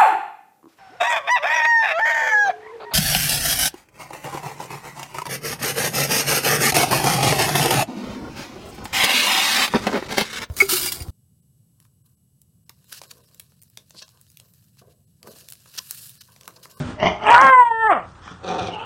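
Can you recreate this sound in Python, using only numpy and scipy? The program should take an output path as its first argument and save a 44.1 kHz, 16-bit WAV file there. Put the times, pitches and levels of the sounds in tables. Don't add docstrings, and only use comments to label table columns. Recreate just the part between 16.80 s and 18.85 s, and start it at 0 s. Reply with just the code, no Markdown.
import sys
import numpy as np
from scipy import signal
from scipy.fft import rfft, irfft
from scipy.io import wavfile
from scipy.ndimage import uniform_filter1d, minimum_filter1d

SR = 44100
rng = np.random.default_rng(int(sys.argv[2]) if len(sys.argv) > 2 else 0)


def generate_wav(signal):
    frames = np.transpose(np.atleast_2d(signal))
    scaled = np.clip(frames, -1, 1) * 32767
    pcm = np.round(scaled).astype(np.int16)
    wavfile.write(sys.argv[1], SR, pcm)


def voltage_ratio(decibels):
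    exponent = np.asarray(decibels, float) / 20
    return 10 ** exponent


N = 90404


def curve(table, col):
    rows = np.array(table, float)
    return np.interp(np.arange(N) / SR, rows[:, 0], rows[:, col])


def gate(table, edge=0.057):
    t = np.arange(N) / SR
    return np.clip(np.minimum(t - table[0][0], table[-1][0] - t) / edge + 1, 0, 1)


def read(points, hz):
    f, value = np.transpose(points)
    return np.interp(np.log(hz + 1), np.log(f + 1), value, right=-90)


def evened(x, size=None):
    power = np.mean(x ** 2) if size is None else abs(uniform_filter1d(x ** 2, size))
    return x / np.sqrt(power + 1e-18)


def coloured(points):
    spectrum = rfft(rng.standard_normal(N))
    return evened(irfft(spectrum * voltage_ratio(read(points, np.fft.rfftfreq(N, 1 / SR))), N))


def wobble(hz):
    low_pass = signal.butter(2, hz, fs=SR, output="sos")
    return evened(signal.sosfilt(low_pass, rng.standard_normal(N)))


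def resonate(x, hz, width):
    turn = np.exp(2j * np.pi * np.cumsum(hz * np.ones(len(x))) / SR)
    r = np.exp(-np.pi * 1.5 * width / SR)
    smooth = signal.lfilter([(1 - r) ** 2], [1, -2 * r, r * r], x / turn + 1e-18)
    return 2 * (turn * smooth).real


def room_tone():
    # frequency in Hz, level in dB
    hum_colour = [(25, -9), (100, 2.5), (170, -7), (600, -17), (1300, -11), (2200, -28.5), (3300, -28.5),
                  (9300, -37)]
    duck_db = -3.5 * gate([(.5,), (1.15,)], edge=0.15)
    return voltage_ratio(-45 + duck_db + 0.83 * wobble(7.0)) * coloured(hum_colour)


def scuffs():
    # time in seconds, level in dB
    slide = [(0, -32), (.06, -36.5), (.11, -37), (.15, -49.5)]
    # frequency in Hz, level in dB
    slide_colour = [(150, -16.5), (250, -1), (850, -8.5), (1500, -9), (1900, -17), (3300, -18.5),
                    (5500, -26.5), (9300, -30)]
    return gate(slide) * voltage_ratio(curve(slide, 1) + 1.9 * wobble(21.0)) * coloured(slide_colour)


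def paws():
    # start in seconds, level in dB, board pitch in Hz
    landings = [(.002, -16, 153.6), (0.051, -22, 97.6), (0.082, -28, 200), (0.128, -26, 95.1),
                (0.245, -18.5, 187), (0.288, -25, 69.3), (0.531, -24.5, 99), (0.648, -24, 190),
                (1.241, -41, 100), (1.508, -32, 179.4), (1.81, -24.5, 108), (1.856, -30.5, 102.6)]
    board_t60_s = 0.11
    out = np.zeros(N + SR)
    t = np.arange(SR // 3) / SR
    for s, db, hz in landings:
        ring = np.sin(2 * np.pi * hz * t)
        ring += 0.41 * np.sin(2 * np.pi * 1.6 * hz * t)
        ring += 0.27 * np.sin(2 * np.pi * 2.5 * hz * t)
        out[round(s * SR):][:len(t)] += voltage_ratio(db - 60 * t / board_t60_s) * np.minimum(t / 0.0034, 1) * ring
    return out[:N]


def growling(rows, hz, throat):
    # time in seconds, lift in dB, length in seconds
    gusts = [(.2, 6.5, 0.0083), (0.232, -0.5, 0.01), (0.279, 5, 0.032), (1.641, 8.5, 0.0072),
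             (1.677, 10, 0.023), (1.714, 8, 0.0073), (1.794, 9.5, 0.0095), (1.826, 11, 0.014),
             (1.868, 14, 0.022), (1.944, 8.5, 0.018), (2.001, 8.5, 0.015)]
    jitter, alternation, noise_share = .11, .3, .3
    turns = np.cumsum(hz * (1 + jitter * np.clip(wobble(70.), -2, 2))) / SR
    cycle = turns.astype(int)
    size = (1 - alternation * (cycle % 2)) * rng.uniform(0.53, 1, N)[cycle]
    pulses = np.diff(cycle, prepend=0) * size
    puffs = evened((.7 + np.exp(-(turns % 1) / .3)) * size * rng.standard_normal(N))
    voiced = (1 - noise_share) * evened(pulses - pulses.mean()) + noise_share * puffs
    drift = 1 + .03 * wobble(6.)
    t = np.arange(N) / SR
    lift_db = sum(db * np.exp(-((t - s) / length) ** 2) for s, db, length in gusts)
    gusty = puffs * voltage_ratio(1.5 * wobble(20.)) * voltage_ratio(lift_db)
    out = np.zeros(N)
    for k, (f, width, db) in enumerate(throat):
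        source = voiced if f < 1600 else gusty
        out += (-1) ** k * voltage_ratio(db) * resonate(source, f * drift, width)
    return gate(rows) * voltage_ratio(curve(rows, 1)) * evened(out, size=2500)


def woof():
    # time in seconds, level in dB
    woof_level = [
        (.175, -48.5),
        (.185, -36.5),
        (.232, -16),
        (.27, -15),
        (.3, -25.5),
        (.39, -39),
        (.45, -27),
    ]
    # frequency in Hz, width in Hz, level in dB
    woof_throat = [(200, 370, -12), (411, 170, -11), (652, 62, 1.5), (900, 350, -7.5), (2140, 246, -14.5),
                   (3100, 274, -18), (4800, 650, -36), (6040, 490, -35)]
    return growling(woof_level, 200, woof_throat)


def partial_db(k, hz, shut):
    # frequency in Hz, level in dB
    open_throat = [(190, -53.5), (480, 6), (1000, 5.5), (1500, -6.5), (2000, 1), (2450, -36), (3200, -38),
                   (4000, -62.5)]
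    shut_throat = [(160, -15), (450, -15), (700, 0), (950, -12), (1230, -2), (1500, -18), (1850, -16),
                   (3500, -38)]
    # time in seconds, lowest partial in dB, tongue resonance in Hz, its lift in dB,
    # lift above 2300 Hz in dB
    mouth = [(.43, -5, 1300, 12, -1), (.49, -2.5, 1300, -1, 22.5), (.53, -10.5, 1440, 3.5, 12),
             (.57, -20, 1430, 25.5, 0.5), (.61, -10, 1490, -3, -3), (.7, -5.5, 1550, 6, 2.5),
             (.8, -11, 1515, 2.5, 5.5), (.9, 0, 1386, -7, 3), (1.06, -1, 1230, 5, -4.5)]
    # frequency in Hz, width in Hz, depth in dB
    nulls = [(961.2, 5.5, -8), (901.3, 4.8, -10.5), (885, 4.8, -6), (1412, 110, -13.5), (475, 19.5, -30),
             (506.6, 2.6, -15.5), (1918, 83, -17.5), (2228, 45, -39)]
    f = k * hz
    db = read(open_throat, f) + curve(mouth, 1) * (k < 1.2) + curve(mouth, 4) * (f > 2300)
    db += curve(mouth, 3) / (1 + ((f - curve(mouth, 2)) / 200) ** 2)
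    db += sum(depth / (1 + ((f - null_hz) / width) ** 2) for null_hz, width, depth in nulls)
    return (1 - shut) * db + shut * read(shut_throat, f)


def torn_air(phase):
    # time in seconds, level in dB under the voice
    rasp_level = [(.43, -17), (.47, -10.5), (.51, -19), (.55, -17.5), (.59, -32.5), (.7, -31.5),
                  (.73, -38.5), (1.08, -63.5), (1.11, -25.5)]
    torn = rng.standard_normal(N) * (1 + np.cos(phase / 2)) * voltage_ratio(4.1 * wobble(97.0))
    rasp = voltage_ratio(2) * resonate(torn, 2360, 400) - resonate(torn, 2910, 210)
    rasp += voltage_ratio(-31.0) * resonate(torn, 5000, 1200) - voltage_ratio(-27.0) * resonate(torn, 8200, 730)
    hiss = voltage_ratio(-29.5) * resonate(rng.standard_normal(N), 8240, 1000)
    return hiss + voltage_ratio(curve(rasp_level, 1)) * evened(rasp)


def flapping():
    # time in seconds, rate in Hz, depth 0-1
    flap = [(.43, 170, .3), (.5, 170, .4), (.54, 180, .2), (.575, 195, .55), (.61, 200, .65),
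            (.64, 262, .55), (.685, 265, .5), (.71, 265, 0)]
    depth = curve(flap, 2)
    turns = np.cumsum(curve(flap, 1) * (1 + .12 * wobble(50.))) / SR % 1
    return 1 - depth + depth * 2.5 * np.sin(np.pi * turns ** .6) ** 2


def bay():
    # time in seconds, pitch in Hz, level in dB,
    # brightness in dB per octave
    roar = [(.43, 425.4, -31.5, -5.5), (.465, 436.5, -18, 1), (.487, 415.6, -11, 2), (.522, 485.7, -7, -1),
            (.545, 470, -5, 9), (.572, 480.2, -7.5, 1), (.595, 521.8, -9.5, 8.5), (.625, 539.2, -9, 8.5),
            (.7, 530, -9.5, 8.5)]
    howl = [(0.721, 524.2, -11.5, 3.5), (.732, 515.2, -7, 5), (0.769, 502.5, -8.5, -5), (.8, 497.9, -5, -2),
            (0.831, 479, -9.5, -3.5), (0.844, 483, -19.5, -1), (0.852, 475, -16.5, 2.5),
            (0.877, 471, -15.5, 2.5), (0.901, 458.7, -29.5, 5),
            (0.914, 461, -12.5, 0.91), (0.931, 451.2, -24, 2.3), (0.953, 450.7, -24, 3.7),
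            (.985, 448.7, -23.5, 3.3), (1.02, 452.3, -19, 8.5), (1.047, 438.3, -14, 6.1),
            (1.072, 440.7, -12.5, 10)]
    fall = [(1.086, 415, -19.5, 1.2), (1.102, 398.3, -10.5, 3.3), (1.118, 348.4, -10, 0.21),
            (1.13, 313.7, -14.5, 2), (1.142, 281.6, -22, 2), (1.167, 231.6, -20.5, 0.36),
            (1.181, 190, -23.5, 0.53), (1.198, 174, -30.5, 0.38), (1.23, 163, -37, 1.1)]
    # time in seconds, flutter 0-1, strong-weak alternation 0-1
    folds = [(.43, .45, .2), (.49, .35, .3), (.53, .18, .2), (.58, .24, .25), (.62, .16, .25),
             (.69, .1, .2), (.72, .025, .02), (1.085, .015, 0), (1.12, .32, .1)]
    rows = roar + howl + fall
    hz, bright = curve(rows, 1), curve(rows, 3)
    flutter, alternate = curve(folds, 1), curve(folds, 2)
    phase = 2 * np.pi * np.cumsum(hz * (1 + .05 * flutter * wobble(60.))) / SR
    shut = np.clip((400 - hz) / (400 - 362), 0, 1) * (np.arange(N) > SR)
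    voice = np.zeros(N)
    for k in np.r_[np.arange(2, 17) / 2, 9:19]:
        half_step = k % 1 > 0
        db = partial_db(k, hz, shut) + bright * np.maximum(np.log2(k * hz / 700), 0)
        rough = .6 if half_step else flutter * min(k / 3, 1.3)
        shake = 1 - rough + rough * (wobble(110.) + 1j * wobble(110.))
        tone = (shake * np.exp(1j * (k * phase + 6 * rng.random()))).real
        voice += (alternate if half_step else 1) * voltage_ratio(db) * tone
    chop = flapping()
    return gate(rows) * voltage_ratio(curve(rows, 2)) * (evened(chop * voice, size=900) + chop * torn_air(phase))


def claws():
    # start in seconds, level in dB, ring in Hz; the row at 1.477 s is the burst in the breath
    ticks = [(0.5031, -25, 7600), (0.5281, -20.5, 4300), (0.5452, -20.5, 4570), (0.568, -31.5, 4000),
             (0.585, -35, 3830), (0.6124, -19, 5520), (0.6453, -27, 4500), (0.666, -26.5, 4800),
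             (0.677, -33, 4500), (1.318, -52, 5000), (1.352, -46, 2514), (1.477, -26, 1330),
             (1.64, -38, 3420)]
    claw_t60_s, snap_db = .018, -7.5
    out = np.zeros(N + SR)
    t = np.arange(SR // 3) / SR
    for s, db, hz in ticks:
        tick = evened(resonate(rng.standard_normal(len(t)), hz, hz / 2))
        out[round(s * SR):][:len(t)] += voltage_ratio(db - 60 * t / claw_t60_s) * np.minimum(t / 0.0015, 1) * tick
        out[round(s * SR):][:2] += voltage_ratio(db + snap_db) * np.array([1, -1])
    return out[:N]


def breath():
    # time in seconds, level in dB
    breath_level = [
        (1.38, -81),
        (1.43, -48.5),
        (1.475, -43),
        (1.54, -46),
        (1.58, -87),
    ]
    # frequency in Hz, width in Hz, level in dB
    breath_throat = [(1261.4, 595, 33.5), (1580, 670, -1), (3320, 360, 29), (4100, 700, -34),
                     (5340, 1300, 19.5)]
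    air = rng.standard_normal(N) * voltage_ratio(1.8 * wobble(48.0))
    out = sum(voltage_ratio(db) * resonate(air, f, width) for f, width, db in breath_throat)
    return gate(breath_level) * voltage_ratio(curve(breath_level, 1)) * evened(out)


def growl():
    # time in seconds, level in dB
    growl_level = [(1.6, -65), (1.642, -32.5), (1.72, -23.5), (1.775, -27.5), (1.79, -24), (1.84, -29.5),
                   (1.87, -29.5), (1.93, -35.5)]
    # frequency in Hz, width in Hz, level in dB
    growl_throat = [(190, 53, 1.5), (369, 104, 4.5), (507.6, 49, 8.5), (737.6, 50, 10.5), (869, 29, 5),
                    (1180, 417, -3), (2385, 196, -17), (3500, 800, -19), (5750, 760, -27.5),
                    (7600, 2500, -42)]
    return growling(growl_level, 176.6, growl_throat)


def grumble():
    # time in seconds, level in dB
    grumble_level = [
        (1.925, -37.5),
        (1.945, -32),
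        (2.05, -32.5),
    ]
    # frequency in Hz, width in Hz, level in dB
    grumble_throat = [(470, 210, -4.5), (868, 74, 7.5), (1270, 235, -5.5), (2800, 330, -10),
                      (4370, 350, -36), (6360, 510, -39), (8450, 260, -38.5)]
    return growling(grumble_level, 211.3, grumble_throat)


def room(x):
    room_t60_s = .24
    taps = np.zeros(SR // 2)
    at = np.arange(250, len(taps) - 22, 22)
    taps[at + rng.integers(0, 22, len(at))] = rng.choice([-1., 1.], len(at))
    taps = signal.lfilter([.4], [1, -.6], taps) * voltage_ratio(-60 * np.arange(len(taps)) / SR / room_t60_s)
    return signal.fftconvolve(x, taps / np.linalg.norm(taps))[:N]


def scene():
    voice = bay()
    near = scuffs() + paws() + woof() + claws() + breath() + growl() + grumble()
    echo = room(voltage_ratio(-19) * voice + voltage_ratio(-9.5) * near)
    return (voice + near + echo + room_tone())[None]


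def drop_faint_bands(x):
    under_db, near_db, floor_db, chance_db = 62, 25, -90, 6
    z = signal.stft(x, nperseg=1024, noverlap=512)[2]
    bands = z[:512].reshape(128, 4, -1)
    chance = evened(uniform_filter1d(rng.standard_normal(bands.shape[::2]), size=3, axis=1))
    db = 10 * np.log10((abs(bands) ** 2).mean(axis=1) + 1e-14) + chance_db * chance
    near = -minimum_filter1d(-db, size=7, axis=0) - near_db
    far = np.maximum(db.max(axis=0) - under_db, floor_db)
    lowest = (np.arange(128) < 12)[:, None]
    keep = (db > np.maximum(near, far)) | lowest
    z = z * np.repeat(keep, 4, axis=0)[np.r_[:512, 511]]
    return signal.istft(z, nperseg=1024, noverlap=512)[1][:N]


def top_cut(x):
    return signal.sosfilt(signal.butter(12, 15500, fs=SR, output="sos"), x)


def record(dry):
    # frequency in Hz, level in dB
    mic = [(20, -6), (60, 0), (9100, 0), (9700, -7), (12000, -8), (12500, -24), (22050, -40)]
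    knee = dry / (1 + abs(dry / .955) ** 14) ** (1 / 14)
    heard = irfft(rfft(knee[0]) * voltage_ratio(read(mic, np.fft.rfftfreq(N, 1 / SR))), N)
    return top_cut(drop_faint_bands(heard)[None])


dry = scene()
out = record(dry)
generate_wav(out)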